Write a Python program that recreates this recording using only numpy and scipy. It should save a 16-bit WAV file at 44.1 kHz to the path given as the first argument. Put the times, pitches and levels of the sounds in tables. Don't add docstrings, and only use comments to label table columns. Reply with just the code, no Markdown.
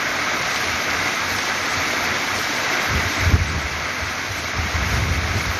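import sys
import numpy as np
from scipy import signal
from scipy.fft import rfft, irfft, next_fast_len
from scipy.io import wavfile
from scipy.ndimage import uniform_filter1d

SR = 44100
rng = np.random.default_rng(int(sys.argv[2]) if len(sys.argv) > 2 else 0)


def to_linear_factor(level_db):
    exponent = np.asarray(level_db, float) / 20
    return 10 ** exponent


def materialize(psi):
    bounded = np.clip(np.atleast_2d(psi).T, -1, 1)
    quanta = np.round(bounded * 32767).astype(np.int16)
    wavfile.write(sys.argv[1], SR, quanta)


N = 246519

GAP_HZ = (7480, 8250)
TOP_CUT_HZ = 13560


def rms_one(x):
    return x / np.sqrt(np.mean(x ** 2) + 1e-20)


def in_time(rows):
    s, *columns = np.transpose(rows)
    return [np.interp(np.arange(N) / SR, s, c) for c in columns]


def coloured(x, spectrum):
    size = next_fast_len(N)
    hz = np.fft.rfftfreq(size, 1 / SR)
    point_hz, point_db = np.transpose(spectrum)
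    gain = to_linear_factor(np.interp(np.log(hz + 1), np.log(point_hz), point_db))
    return irfft(rfft(x, size) * gain, size)[..., :N]


def band(x, low_hz, high_hz, order=2):
    return signal.sosfilt(signal.butter(order, [low_hz, high_hz], "band", fs=SR, output="sos"), x)


def resonance(x, hz, width_hz):
    r = np.exp(-np.pi * width_hz / SR)
    poles = [1, -2 * r * np.cos(2 * np.pi * hz / SR), r * r]
    return signal.lfilter(np.array([1, 0, -1]) * (1 - r * r) / 2, poles, x)


def drift(rate):
    r = np.exp(-80 * np.pi * rate / SR)
    slow = signal.lfilter([1], [1, -2 * r, r * r], rng.standard_normal(N // 40 + 2002))[2000:]
    return np.interp(np.arange(N) / 40, np.arange(len(slow)), rms_one(slow))


def steps(count):
    frame_s = 2048 / 48000
    frame = (np.arange(N) / SR / frame_s).astype(int)
    return rng.standard_normal((count, frame[-1] + 1))[:, frame]


def bumps(rows, order=2):
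    t = np.arange(0, N + 32, 32) / SR
    swells = sum(height * np.exp(-((t - s) / half_s) ** order) for s, height, half_s in rows)
    return np.interp(np.arange(N) / SR, t, swells)


# (time [s], half-length [s], level [dB])
OPENINGS = [(0, 0.018, -52), (.54, 0.046, -54), (0.838, .04, -60), (1.05, .05, -63), (1.15, .02, -65),
            (1.303, 0.033, -55), (1.39, 0.045, -55), (1.547, .05, -59), (1.697, 0.075, -58),
            (2.06, .05, -67), (2.393, .05, -55), (2.583, 0.044, -58), (2.723, 0.022, -61),
            (2.816, 0.026, -58), (3.003, 0.046, -68), (3.168, 0.04, -53), (3.305, .04, -65),
            (3.49, .04, -62), (3.795, .08, -67), (4.04, 0.075, -58), (4.398, 0.05, -74),
            (4.919, 0.078, -59), (5.07, 0.035, -70), (5.39, 0.036, -68), (5.57, 0.028, -61)]


def gap_hiss():
    shut = to_linear_factor(-76 + 9 * drift(17))
    opened = bumps([(s, to_linear_factor(db), half_s) for s, half_s, db in OPENINGS], order=4)
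    return rms_one(band(rng.standard_normal(N), *GAP_HZ, order=6)) * (shut + opened) * to_linear_factor(3)


# (frequency [Hz], density [dB per Hz])
TOP = [(8250, 1), (9500, 6), (10300, 3.5), (10800, 0), (11000, 6.5), (12500, 7), (13600, 4)]
# (start [s], end [s], frequency [Hz], left [dB], right [dB])
WHISTLES = [(0, 1.4, 10687.5, -99, -57), (1.4, 1.6, 10687.5, -57, -57), (1.4, 1.8, 11437.5, -57, -57),
            (1.4, 1.95, 8437.5, -60, -60), (1.7, 2.1, 9187.5, -58, -58), (2.42, 2.8, 9187.5, -58, -58),
            (2.8, 3.8, 9187.5, -57, -99), (3.8, 4.08, 9187.5, -59, -59), (2.42, 4.2, 9937.5, -57, -57),
            (3.8, 4.72, 11437.5, -99, -58), (5.4, 5.59, 11437.5, -60, -60), (5.38, 5.59, 9187.5, -99, -62)]
TOP_EDGES_HZ = 8250 + 750 * np.arange(8)


def stepped_top(level_db):
    t, white = np.arange(N) / SR, rng.standard_normal(N)
    room = np.ones((len(TOP_EDGES_HZ) - 1, 2, N))
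    out = np.zeros((2, N))
    for start_s, end_s, hz, *sides_db in WHISTLES:
        on = slice(int(start_s * SR), int(end_s * SR))
        k = np.searchsorted(TOP_EDGES_HZ, hz) - 1
        out[:, on] += np.sqrt(2) * to_linear_factor(sides_db)[:, None] * np.sin(2 * np.pi * hz * t[on])
        room[k, np.array(sides_db) > -90, on] = to_linear_factor(-7)
    out *= to_linear_factor(2.5 * steps(count=1) - .7)

    lines, hz = rfft(rms_one(coloured(white, TOP))), np.fft.rfftfreq(N, 1 / SR)
    lines /= np.std(irfft(lines * (hz > TOP_EDGES_HZ[0]) * (hz < TOP_CUT_HZ), N))
    together, own = steps(count=1)[0], steps(count=len(room))
    high_edges_hz = np.append(TOP_EDGES_HZ[1:-1], TOP_CUT_HZ)
    for k, (low_hz, high_hz) in enumerate(zip(TOP_EDGES_HZ, high_edges_hz)):
        gain = uniform_filter1d(to_linear_factor(level_db + 1.2 * together + 2.8 * own[k]), size=200)
        out += room[k] * gain * irfft(lines * (hz >= low_hz) * (hz < high_hz), N)
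    return out


# (time [s], peak [dB])
TOP_BURSTS = [
    (0.522, -46),
    (0.5601, -64),
    (1.386, -42),
    (1.6576, -38.5),
    (2.3585, -45),
    (2.388, -41),
    (2.8165, -50),
    (3.795, -54),
    (5.3697, -47),
]


def top_bursts():
    t = np.arange(N) / SR
    puff = rms_one(band(rng.standard_normal(N), 12600, 14600, order=4))
    return puff * sum(to_linear_factor(db - 9) * np.exp(-((t - s - .006) / .009) ** 2) for s, db in TOP_BURSTS)


# (time [s], peak [dB], pitch [Hz])
THUMPS = [(2.919, -19, 96), (3.064, -19.5, 93), (3.229, -17, 90.3), (3.275, -9.5, 80.8), (3.307, -24, 118),
          (3.34, -6, 84), (3.416, -12, 81), (3.572, -18, 76), (3.654, -20.5, 70.5), (4.029, -22, 80),
          (4.31, -23.5, 95), (4.597, -16.5, 81.1), (4.755, -15.5, 84), (4.823, -16.5, 70.7),
          (4.87, -18, 92.3), (4.942, -15, 67), (5.031, -14, 103), (5.114, -13, 79.7), (5.186, -15.5, 80.2),
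          (5.248, -18.5, 84.2), (5.308, -18, 74.7), (5.359, -15.5, 95), (5.496, -17.5, 75.2),
          (5.555, -24, 85.2)]


def thumps():
    out, hush = np.zeros(N), np.ones(N)
    for s, peak_db, hz in THUMPS:
        near = np.arange(int((s - .06) * SR), min(int((s + .12) * SR), N))
        t = near / SR - s
        age = np.maximum(t + 0.014, 0) / 0.01
        bite = .45 * np.exp(-((t - .0015) / .0016) ** 2)
        out[near] -= to_linear_factor(peak_db) * age * np.exp(1 - age) * (np.cos(2 * np.pi * hz * t) + bite)
        hush[near] *= 1 - np.exp(-((t - .006) / 0.022) ** 4)
    return out, hush


def gain_control():
    knee_db, attack_s, return_db_per_s = -10.5, 0.053, 1.31
    starved_db, starved_s = -1.5, 0.5
    t, gain_db, top_loss_db = np.arange(N) / SR, np.zeros(N), np.zeros(N)
    for s, peak_db, _ in THUMPS:
        if peak_db > knee_db:
            pushed_db = knee_db - peak_db + return_db_per_s * (t - s)
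            gain_db = np.minimum(gain_db, np.where(t > s, pushed_db, 0))
            top_loss_db += starved_db * (t > s) * np.exp(-((t - s) / starved_s) ** 4)
    return uniform_filter1d([gain_db, top_loss_db], size=int(attack_s * SR))


# (start [s], hold [s], buffet [dB], flutter re buffet [dB])
GUSTS = [(0.424, .09, -43, 3), (0.676, .08, -33.5, -23), (.88, 0.038, -35.5, -2),
         (0.983, 0.068, -36.5, -13), (1.23, 0.037, -36, -14), (1.32, 0.041, -33.5, -11),
         (1.59, 0.034, -38.5, -18), (1.77, 0.014, -31.5, -3), (2.017, 0.14, -36.5, -6),
         (2.333, 0.035, -34.5, -19), (2.92, 0.061, -21.5, -7), (3.051, 0.036, -36.5, -14),
         (3.232, 0.099, -16, -24), (3.312, 0.031, -17.5, -7.5), (3.402, 0.028, -17, -23),
         (3.48, 0.1, -25.5, -6.5), (3.642, 0.2, -31, -11), (3.848, 0.64, -40.5, -5),
         (4.03, 0.034, -28, -20), (4.275, 0.18, -34, -14), (4.57, .09, -23.5, -7.5),
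         (4.768, 0.13, -23.5, -10.5), (4.92, 0.17, -21.5, -7), (5.085, .14, -20, -13.5),
         (5.272, 0.12, -24.5, -7), (5.465, 0.056, -25.5, -10)]


def gusts():
    rise_db_per_s, fall_db_per_s = 380, 199
    calm_db, calm_flutter_db = -46.5, -8
    calm_port_hz, port_sag_hz_per_db = 95, 0.93
    t = np.arange(N) / SR
    buffet, flutter = to_linear_factor(calm_db + 4.36 * drift(6.6)), to_linear_factor(calm_db + calm_flutter_db)
    for start_s, hold_s, db, flutter_db in GUSTS:
        rise_db = rise_db_per_s * np.maximum(start_s - t, 0)
        fall_db = fall_db_per_s * np.maximum(t - start_s - hold_s, 0)
        shape = to_linear_factor(db - rise_db - fall_db)
        buffet = np.maximum(buffet, shape)
        flutter = np.maximum(flutter, shape * to_linear_factor(flutter_db))
    buffet_db = 20 * np.log10(buffet)
    port_hz = calm_port_hz - port_sag_hz_per_db * (uniform_filter1d(buffet_db, size=SR // 5) - calm_db)
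    return buffet_db, 20 * np.log10(flutter) - buffet_db, port_hz


# (frequency [Hz], density [dB per Hz])
FLUTTER = [(70, -28), (110, 3), (150, -0.5), (220, -5), (320, -10), (480, -13.5), (700, -46)]


def wind():
    buffet_db, flutter_db, port_hz = gusts()
    phase = 2 * np.pi * np.cumsum(port_hz * (1 + 0.08 * drift(19.5))) / SR
    lumps = np.sqrt(2) * np.sin(phase) * to_linear_factor(2.0 * drift(42) - 2.8)
    eddies = rms_one(coloured(rng.standard_normal(N), FLUTTER))
    flutter = eddies * to_linear_factor(flutter_db + 2.0 * drift(15))
    sway = rms_one(band(rng.standard_normal(N), 45, 130)) * to_linear_factor(-8)
    slaps, hush = thumps()
    return to_linear_factor(buffet_db) * (hush * (lumps + sway) + flutter) + slaps


# (time [s], peak [dB])
FAT_DROPS = [(0.5455, -10), (0.5607, -6), (0.5964, -10.5), (0.6257, -14), (0.91, -8), (1.205, -12),
             (1.3867, -5), (1.659, -11), (2.0494, -12), (2.1425, -11), (2.3702, -15), (2.388, -10),
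             (2.8194, -12), (3.799, -15), (4.9494, -17), (5.369, -13)]


def fat_drops():
    t, noise, ticks = np.arange(N) / SR, rng.standard_normal(N), np.zeros(N)
    for s, db in FAT_DROPS:
        ticks[int(s * SR)] = -to_linear_factor(db + 11)
    decay_s = 0.0079
    spatter = noise * sum(to_linear_factor(db - 14) * (t > s) * np.exp(-np.abs(t - s) / decay_s) for s, db in FAT_DROPS)
    return band(ticks + spatter, 900, 5600, order=5)


def drops(per_s, spread_db):
    sizes = to_linear_factor(spread_db * np.minimum(rng.exponential(1, N), 5)) * rng.choice([-1, 1], N)
    return rms_one(sizes * (rng.random(N) < per_s / SR))


def pings():
    hits = drops(per_s=1300, spread_db=2.6)
    patch = rng.integers(0, 18, N)
    out = np.zeros(N)
    for k, hz in enumerate(np.geomspace(300, 6500, 18)):
        struck = hits * (patch == k) + 1e-18
        out += resonance(struck, hz, hz / 19.4) / hz ** 0.44
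    return rms_one(out)


# (frequency [Hz], density [dB per Hz])
ROOF = [(70, -10.5), (140, -6.5), (480, -8), (960, -5), (1300, -2), (2250, -0.5), (2420, -3.5), (3000, -10),
        (3900, -8.5), (5000, -10.5), (6150, -9), (6820, -15), (6900, -16.5), (7480, -23.5)]
# (frequency [Hz], width [Hz], level [dB])
SHEET_MODES = [
    (255, 29, 2),
    (676, 79, -4),
    (1230, 310, -15.5),
    (1644, 130, -11),
    (2020, 290, -10),
]
# (frequency [Hz], width [Hz], depth [0-1])
WALL_NOTCH = (1800, 75, .62)


def rain(drum_db, splash_db, surge_db):
    hits = rng.standard_normal(N) + to_linear_factor(-11) * drops(per_s=3000, spread_db=3.0)
    hits = hits + to_linear_factor(-11) * pings()
    hits = hits + sum(to_linear_factor(db) * resonance(hits, hz, width_hz) for hz, width_hz, db in SHEET_MODES)
    hz, width_hz, depth = WALL_NOTCH
    notched = hits - depth * resonance(hits, hz, width_hz)
    sound = coloured(notched, ROOF + [(GAP_HZ[0] + 20.0, -90.0)])
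    sound /= np.std(band(sound, 450, 2423, order=4))
    drum = signal.sosfiltfilt(signal.butter(3, 2900, fs=SR, output="sos"), sound)
    splash = (sound - drum) * to_linear_factor(splash_db + .35 * drift(14) + .4 * drift(4) + surge_db)
    return to_linear_factor(drum_db) * (drum * to_linear_factor(.3 * drift(10) + .4 * drift(3)) + splash)


def unlike(x, level_db):
    cells = signal.stft(x, nperseg=2048)[2]
    turns = np.exp(2j * np.pi * rng.random(cells.shape))
    return to_linear_factor(level_db) * signal.istft(cells * turns, nperseg=2048)[1][:N]


# (frequency [Hz], share [0-1])
SIDE_KEPT = [(200, .3), (280, .14), (600, .07), (1200, .04), (3000, .025), (6000, .01), (9000, .11),
             (13000, .17)]


def thin_out(mid, side):
    hz, s, cells = signal.stft(np.array([mid, side]), SR, nperseg=2048)
    starved = (hz > 6900) & (hz < 10900)
    group = np.arange(starved.sum()) // 16
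    usual_db = np.interp(hz[starved][::16], [6900, 7400, 8300, 8700], [-66, -68, -70, -81])
    threshold_db = usual_db[:, None] + 3.0 * rng.standard_normal((group[-1] + 1, len(s)))
    cells[:, starved] *= np.abs(cells[0, starved]) > to_linear_factor(threshold_db)[group]
    cells[:, hz > TOP_CUT_HZ] = 0

    edges_hz = np.geomspace(210, 14000, 22)
    kept_hz, kept_share = np.transpose(SIDE_KEPT)
    share = np.interp(np.log(edges_hz), np.log(kept_hz), kept_share)
    luck = rng.random((len(edges_hz), len(s))) * .4 + rng.random(len(s)) * .6
    kept = luck < np.quantile(luck, share)[:, None]
    cells[1] *= kept[np.minimum(np.searchsorted(edges_hz, hz), len(edges_hz) - 1)]
    return signal.istft(cells, SR, nperseg=2048)[1][:, :N]


# (time [s], drumming [dB], spray re drumming [dB])
RAIN = [(0, -24, -1.5), (.4, -23.5, -1.5), (.6, -23.5, 0), (1.2, -24, 0.5), (2.1, -23, -1), (2.4, -24, .5),
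        (2.75, -23.5, 0), (3.25, -24, -0.5), (3.8, -23, -0.5), (4.5, -24.5, 0.5), (4.85, -22.5, -1),
        (5.1, -24.5, -1), (5.59, -25, 0)]
# (time [s], level [dB], half-length [s])
SURGES = [(.55, 3, 0.065), (.88, -3.5, 0.036), (1.0, 0, 0.042), (1.2, -4, .04), (1.33, 0, 0.092),
          (1.53, -3, 0.035), (1.93, 3, .06), (2.05, 6, 0.017), (2.13, -4, .03), (2.37, 2, 0.02),
          (2.64, 0, .03), (2.69, -4, .02), (2.74, 4, 0.023), (2.79, -3, .02), (2.84, 3, 0.032),
          (3.26, 1.5, 0.089), (3.48, 1, 0.045), (4.11, -1, 0.019), (4.55, -4.5, 0.051), (4.83, -2, 0.033),
          (4.95, 6, 0.063), (5.05, -1, 0.024), (5.14, 5, .025), (5.19, -4, .02), (5.37, 4, 0.037),
          (5.51, -0.5, .03)]


def scene():
    drum_db, spray_db = in_time(RAIN)
    gain_db, top_loss_db = gain_control()
    surge_db = bumps(SURGES)
    gap = gap_hiss()
    core = rain(drum_db + gain_db, spray_db, 0.39 * surge_db) + wind() + fat_drops()
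    top = stepped_top(-45.5 + 1.8 * spray_db + gain_db + top_loss_db + surge_db)
    yard = core + gap + top.mean(axis=0)
    mid, side = thin_out(yard, unlike(yard, -13))
    side = side + (top[0] - top[1]) / 2
    return mid + top_bursts() + side * [[1], [-1]]


def roll_off(x):
    return signal.sosfilt(signal.butter(12, 14610, fs=SR, output="sos"), x)


def record(dry):
    bass_cut = signal.butter(2, 50, "high", fs=SR, output="sos")
    mix = signal.sosfilt(bass_cut, dry)
    return roll_off(mix)


dry = scene()
out = record(dry)
materialize(out)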